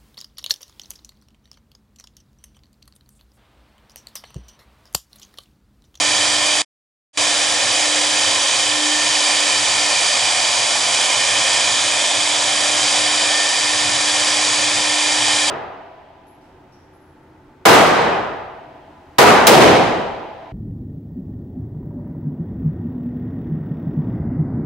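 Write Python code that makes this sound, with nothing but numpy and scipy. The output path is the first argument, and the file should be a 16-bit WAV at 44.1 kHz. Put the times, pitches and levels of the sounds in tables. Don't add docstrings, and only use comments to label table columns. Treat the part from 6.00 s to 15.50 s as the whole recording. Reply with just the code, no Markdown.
import sys
import numpy as np
from scipy import signal
from scipy.fft import rfft, irfft
from scipy.io import wavfile
from scipy.ndimage import uniform_filter1d

SR = 44100
rng = np.random.default_rng(int(sys.argv[2]) if len(sys.argv) > 2 else 0)


def invert_db(x):
    u = np.asarray(x, float) / 20
    return 10 ** u


def store_pcm(level_fs):
    pcm = np.round(np.clip(level_fs, -1, 1) * 32767).astype(np.int16)
    wavfile.write(sys.argv[1], SR, np.atleast_2d(pcm).T)


N = 418950
T = np.arange(N) / SR
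COARSE_T = T[::441]
HZ = np.fft.rfftfreq(2048, 1 / SR)
FRAMES = N // 512 + 5
FRAME_T = np.arange(FRAMES) * 512 / SR

SHAFTS_HZ = 299.76, 299.85
SLOT_HZ = 6595.16, 6596.98
DRIVE_HZ = 3400.14
SLOT_DB, DRIVE_DB = -39, -38.5
RUSH_DB, WASH_DB, HUM_DB = -16.5, -26, -46.0
IN_STEP_S = 5.19
GAP_S = .6195, 1.1735
CREEP_DB_PER_S, LEAN_DB_PER_S = -0.03, 0.12

# (frequency [Hz], density [dB/Hz])
BLOWER_SPECTRUM = [(20, -24), (60, -18), (100, -3), (122, 0), (133, -4), (146, -13), (172, -15), (197, -4),
                   (215, -13), (245, -9), (290, -14), (400, -40)]
# (middle [s], length [s], change [dB])
BLOWER_SURGES = [(.35, .3, 4), (2.45, .12, -5), (2.9, .15, -7), (3.22, .15, -5), (3.88, 0.21, -2),
                 (4.25, .45, 3), (4.7, .2, -4), (5.38, .22, 4), (5.9, .25, 1), (6.2, .15, 2),
                 (6.95, 0.24, 5), (7.42, .35, -4.5), (7.85, 0.46, 4), (8.65, .4, 4.5), (9.0, .15, -7),
                 (9.27, .2, 5)]
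# (frequency [Hz], density [dB/Hz])
WASH_SPECTRUM = [(40, -34), (165, -23), (280, -14), (500, -4.5), (1200, 0), (2500, -0.5), (5000, 0),
                 (8000, -2), (9400, -7), (11000, -16)]
# (frequency [Hz], density [dB/Hz])
RUSH_SPECTRUM = [(40, -45.5), (165, -27), (270, -13), (400, -12.5), (490, -8.5), (1500, -5.5), (3000, -4),
                 (5500, -3), (7000, -4), (8200, -4.5), (9400, -11.5), (10300, -9), (11000, -16.5)]
# (centre [Hz], width [Hz], gain [dB])
HOUSING_BANDS = [(553, 87, 7.5), (716, 148, 8.5), (858, 113, 5), (1005, 155, 7), (1313, 100, -2),
                 (1617, 45, 4.5), (1790, 160, 6), (2126, 53, 5), (2187, 130, 1), (2417, 215, 8),
                 (3093, 303, 8), (3360, 120, 5), (3736, 440, 3.5), (4680, 540, 6), (7080, 350, 2),
                 (7450, 250, 1.5), (910, 37, -3), (1456, 58, -5.5), (1581, 57, -8), (1703, 43, -3.5),
                 (2060, 92, -1.5), (2783, 160, -5.5), (4414, 235, -8), (6470, 150, -2), (7240, 170, -3.5)]
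# (middle [s], length [s], change [dB])
ECHO_SWINGS = [
    (2.4, .3, 1),
    (3.0, .2, 1),
    (6.88, .2, 2),
    (7.18, .35, -3.5),
    (9.35, .3, -2),
]
# (frequency [Hz], left minus right [dB])
PORT_LEAN = [(150, 6), (400, -2), (600, -1.5), (1000, -2), (1250, -7), (1700, 0), (2300, -5), (3300, -2.5),
             (4400, -1.7), (5500, -1), (6600, -3), (7500, 4.5), (8200, -1), (11000, 0.8)]
# (frequency [Hz], left leads by [rad])
PORT_LEAD = [(0, 0), (520, 0.5), (1120, 0.2), (1380, 0.3), (2330, 0.1), (3360, 0.46), (3960, 0.3),
             (6800, 0.2), (11200, 0.4)]
# (multiple [-], first spindle [dB], second spindle [dB], left minus right [dB])
STEADY_ORDERS = [(4, -56, -56, 7), (5, -52, -58, -1.1), (8, -48, -51, -3), (12, -44.5, -45.5, -1.5),
                 (18, -47.5, -52, -2.5)]
# (multiple [-], level [dB], weaker spindle's share [0-1], in step at [s])
BEATING_ORDERS = [
    (1, -39.5, 0.68, 10.2),
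    (6, -38.5, 0.38, 7.31),
    (2, -42, .2, 6.3),
]
# (middle [s], length [s], first [dB], second [dB], sixth order [dB])
BITES_DB = [(.2, 0.24, -2.5, 8, 1), (.47, 0.16, -2, 8.5, 0), (1.4, .25, -2, -5, -7), (1.66, .15, -8, 0, 0),
            (2.0, .3, 3.5, 4.5, 0), (2.5, .2, -7.5, 0, -4), (2.86, 0.27, 11, 1, 5), (3.4, 0.59, 4, 2, -1),
            (3.7, 0.071, -5, 0, -8), (3.84, .14, 8, 4, -2), (3.99, .08, -10, 0, 0), (4.25, .1, -9, 4, 0),
            (4.4, .15, 3, -3, 0), (4.75, .25, 5.5, -1, -4), (5.06, 0.093, -2, 4, 4),
            (5.42, .15, 2.5, -4, -9), (6.05, .2, -3, 4, 3), (6.25, .2, 3, -7, 0), (6.65, 0.26, 1, 7, 3),
            (7.15, 0.4, 2.5, -8, -1), (7.38, .15, 0, -2, 7), (7.54, .12, -10, -4, -1),
            (9.0, .4, 0, 5.5, 2.5), (9.38, .25, 0, -5, 5)]
# (time [s], lag [turns of slot whine])
SLOT_LAG = [(0, -0.31), (1.5, -.25), (2.1, -.13), (2.8, .11), (3.33, .11), (3.77, -.09), (5.5, 0.057),
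            (6, -.02), (6.63, .13), (7.57, -.16), (8.2, -.02), (8.9, .25), (9.5, .3)]
# (level at edge [dB], reach [s], taper power [-])
GAP_FADES = [
    (-17, .0295, 1.15),
    (-22, .0425, .85),
]


def evened(x):
    return x / np.sqrt(np.mean(x ** 2))


def read(points, hz):
    f, value = np.transpose(points)
    return np.interp(np.log(hz + 1), np.log(f + 1), value)


def drift(rate_hz, t):
    total = 0
    for f in np.geomspace(rate_hz / 10, rate_hz, num=16):
        total = total + np.sin(2 * np.pi * (f * t + rng.random())) / np.sqrt(f)
    return evened(total)


def fine_drift(rate_hz):
    return np.interp(T, COARSE_T, drift(rate_hz, COARSE_T))


def swells(rows, t, axis):
    total = 0
    for row in rows:
        total = total + row[axis] * np.exp(-np.log(16) * ((t - row[0]) / row[1]) ** 2)
    return total


def noise_bins():
    real, imag = rng.standard_normal((FRAMES, len(HZ), 2)).T
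    return real + 1j * imag


def sound(z):
    return evened(signal.istft(z, nperseg=2048, noverlap=1536)[1][..., :N])


def housing_db(t):
    total = 0
    for hz, width_hz, db in HOUSING_BANDS:
        centre_hz = hz * (1 + 0.0051 * drift(1.19, t))
        off = (HZ[:, None] - centre_hz) / (width_hz / 2)
        total = total + db * (1 + .13 * drift(1.5, t)) * np.exp(-np.log(2) * off ** 2)
    echo_db = CREEP_DB_PER_S * (t - t.mean()) + swells(ECHO_SWINGS, t, axis=2)
    echo_band = np.exp(-((HZ[:, None] - 6250) / 330) ** 2)
    return total + echo_db * echo_band


def blower():
    near, far = rng.standard_normal((2, N))
    ports = np.array([near, 0.55 * near + 0.79 * far])
    colour = invert_db(read(BLOWER_SPECTRUM, np.fft.rfftfreq(N, 1 / SR)))
    hum = evened(irfft(rfft(ports) * colour, N))
    port_db = HUM_DB + np.array([[2.5], [-3]])
    return hum * invert_db(port_db + swells(BLOWER_SURGES, T, axis=2) + 1.6 * fine_drift(9))


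def workshop():
    colour_db = read(WASH_SPECTRUM, HZ)[:, None] + .45 * housing_db(FRAME_T)
    return invert_db(WASH_DB) * sound(np.array([noise_bins(), noise_bins()]) * invert_db(colour_db))


def fans():
    gusts = invert_db(0.68 * evened(uniform_filter1d(rng.standard_normal(N + 4096), size=120)))
    rush = gusts * rng.standard_normal(N + 4096)
    air = signal.stft(rush, nperseg=2048, noverlap=1536)[2][:, :FRAMES]
    colour_db = read(RUSH_SPECTRUM, HZ)[:, None] + 0.47 * drift(5.4, FRAME_T) + housing_db(FRAME_T)
    side = np.array([.5, -.5])[:, None, None]
    lean_db = read(PORT_LEAN, HZ)[:, None] + LEAN_DB_PER_S * (FRAME_T - FRAME_T.mean())
    ports = invert_db(side * lean_db) * np.exp(1j * side * read(PORT_LEAD, HZ)[:, None])
    return invert_db(RUSH_DB) * sound(air * invert_db(colour_db) * ports)


def tone(hz, db, lean_db, wobble_db=2.0, slip_rad=0.21, behind_turns=0):
    slip = slip_rad * np.repeat(drift(1.5, COARSE_T), 441)[:N]
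    phase = 2 * np.pi * (hz * (T - IN_STEP_S) - behind_turns) + slip
    level = invert_db(db + wobble_db * fine_drift(3))
    side = np.array([[.5], [-.5]])
    return np.sqrt(2) * level * invert_db(side * lean_db) * np.cos(phase + side * read(PORT_LEAD, hz))


def beat_db(k, db, share, in_step_s):
    beat_hz = k * (SHAFTS_HZ[1] - SHAFTS_HZ[0])
    both = 1 + share * np.exp(2j * np.pi * beat_hz * (T - in_step_s))
    return db + 20 * np.log10(abs(both) + 1e-3)


def drive():
    return tone(DRIVE_HZ, DRIVE_DB, -6)


def slots():
    lag = np.interp(T, *np.transpose(SLOT_LAG))
    first = tone(SLOT_HZ[0], SLOT_DB, -3, wobble_db=1.2, slip_rad=.04)
    second = tone(SLOT_HZ[1], SLOT_DB, -3, wobble_db=1.2, slip_rad=.04, behind_turns=lag)
    return first + second


def shafts():
    first_db, sixth_db, second_db = (beat_db(*row) for row in BEATING_ORDERS)
    first_db = first_db + swells(BITES_DB, T, axis=2)
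    second_db = second_db + swells(BITES_DB, T, axis=3)
    sixth_db = sixth_db + swells(BITES_DB, T, axis=4)
    out = tone(SHAFTS_HZ[0], first_db, 2.5, wobble_db=0.5)
    out += tone(2 * SHAFTS_HZ[0], second_db, -2.2, wobble_db=1.5, slip_rad=.35)
    out += tone(6 * SHAFTS_HZ[0], sixth_db, -2.5, wobble_db=3.0)
    for k, a_db, b_db, lean_db in STEADY_ORDERS:
        out += tone(k * SHAFTS_HZ[0], a_db, lean_db, wobble_db=4.5)
        out += tone(k * SHAFTS_HZ[1], b_db, lean_db, wobble_db=2.5)
    return out


def scene():
    return blower() + workshop() + fans() + drive() + slots() + shafts()


def edge_fade(depth_s, db, reach_s, power):
    return invert_db(db) * np.clip(1 - depth_s / reach_s, 0, 1) ** power


def dropout_gain():
    stop_s, return_s = GAP_S
    outside = (T < stop_s) | (T > return_s)
    open_share = uniform_filter1d(outside * 1., size=40)
    tail = edge_fade(T - stop_s, *GAP_FADES[0]) * (T < return_s)
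    head = edge_fade(return_s - T, *GAP_FADES[1]) * (T > stop_s)
    return np.maximum(open_share, tail + head)


def top_cut(x):
    return signal.sosfilt(signal.butter(12, 11620, fs=SR, output="sos"), x)


def record(dry):
    squeezed = .9 * np.tanh(dry / .9)
    band_limit = signal.firwin(2047, 10515, window=("kaiser", 11), fs=SR)
    mix = dropout_gain() * signal.oaconvolve(squeezed, band_limit[None], "same")
    return top_cut(mix)


dry = scene()
out = record(dry)
store_pcm(out)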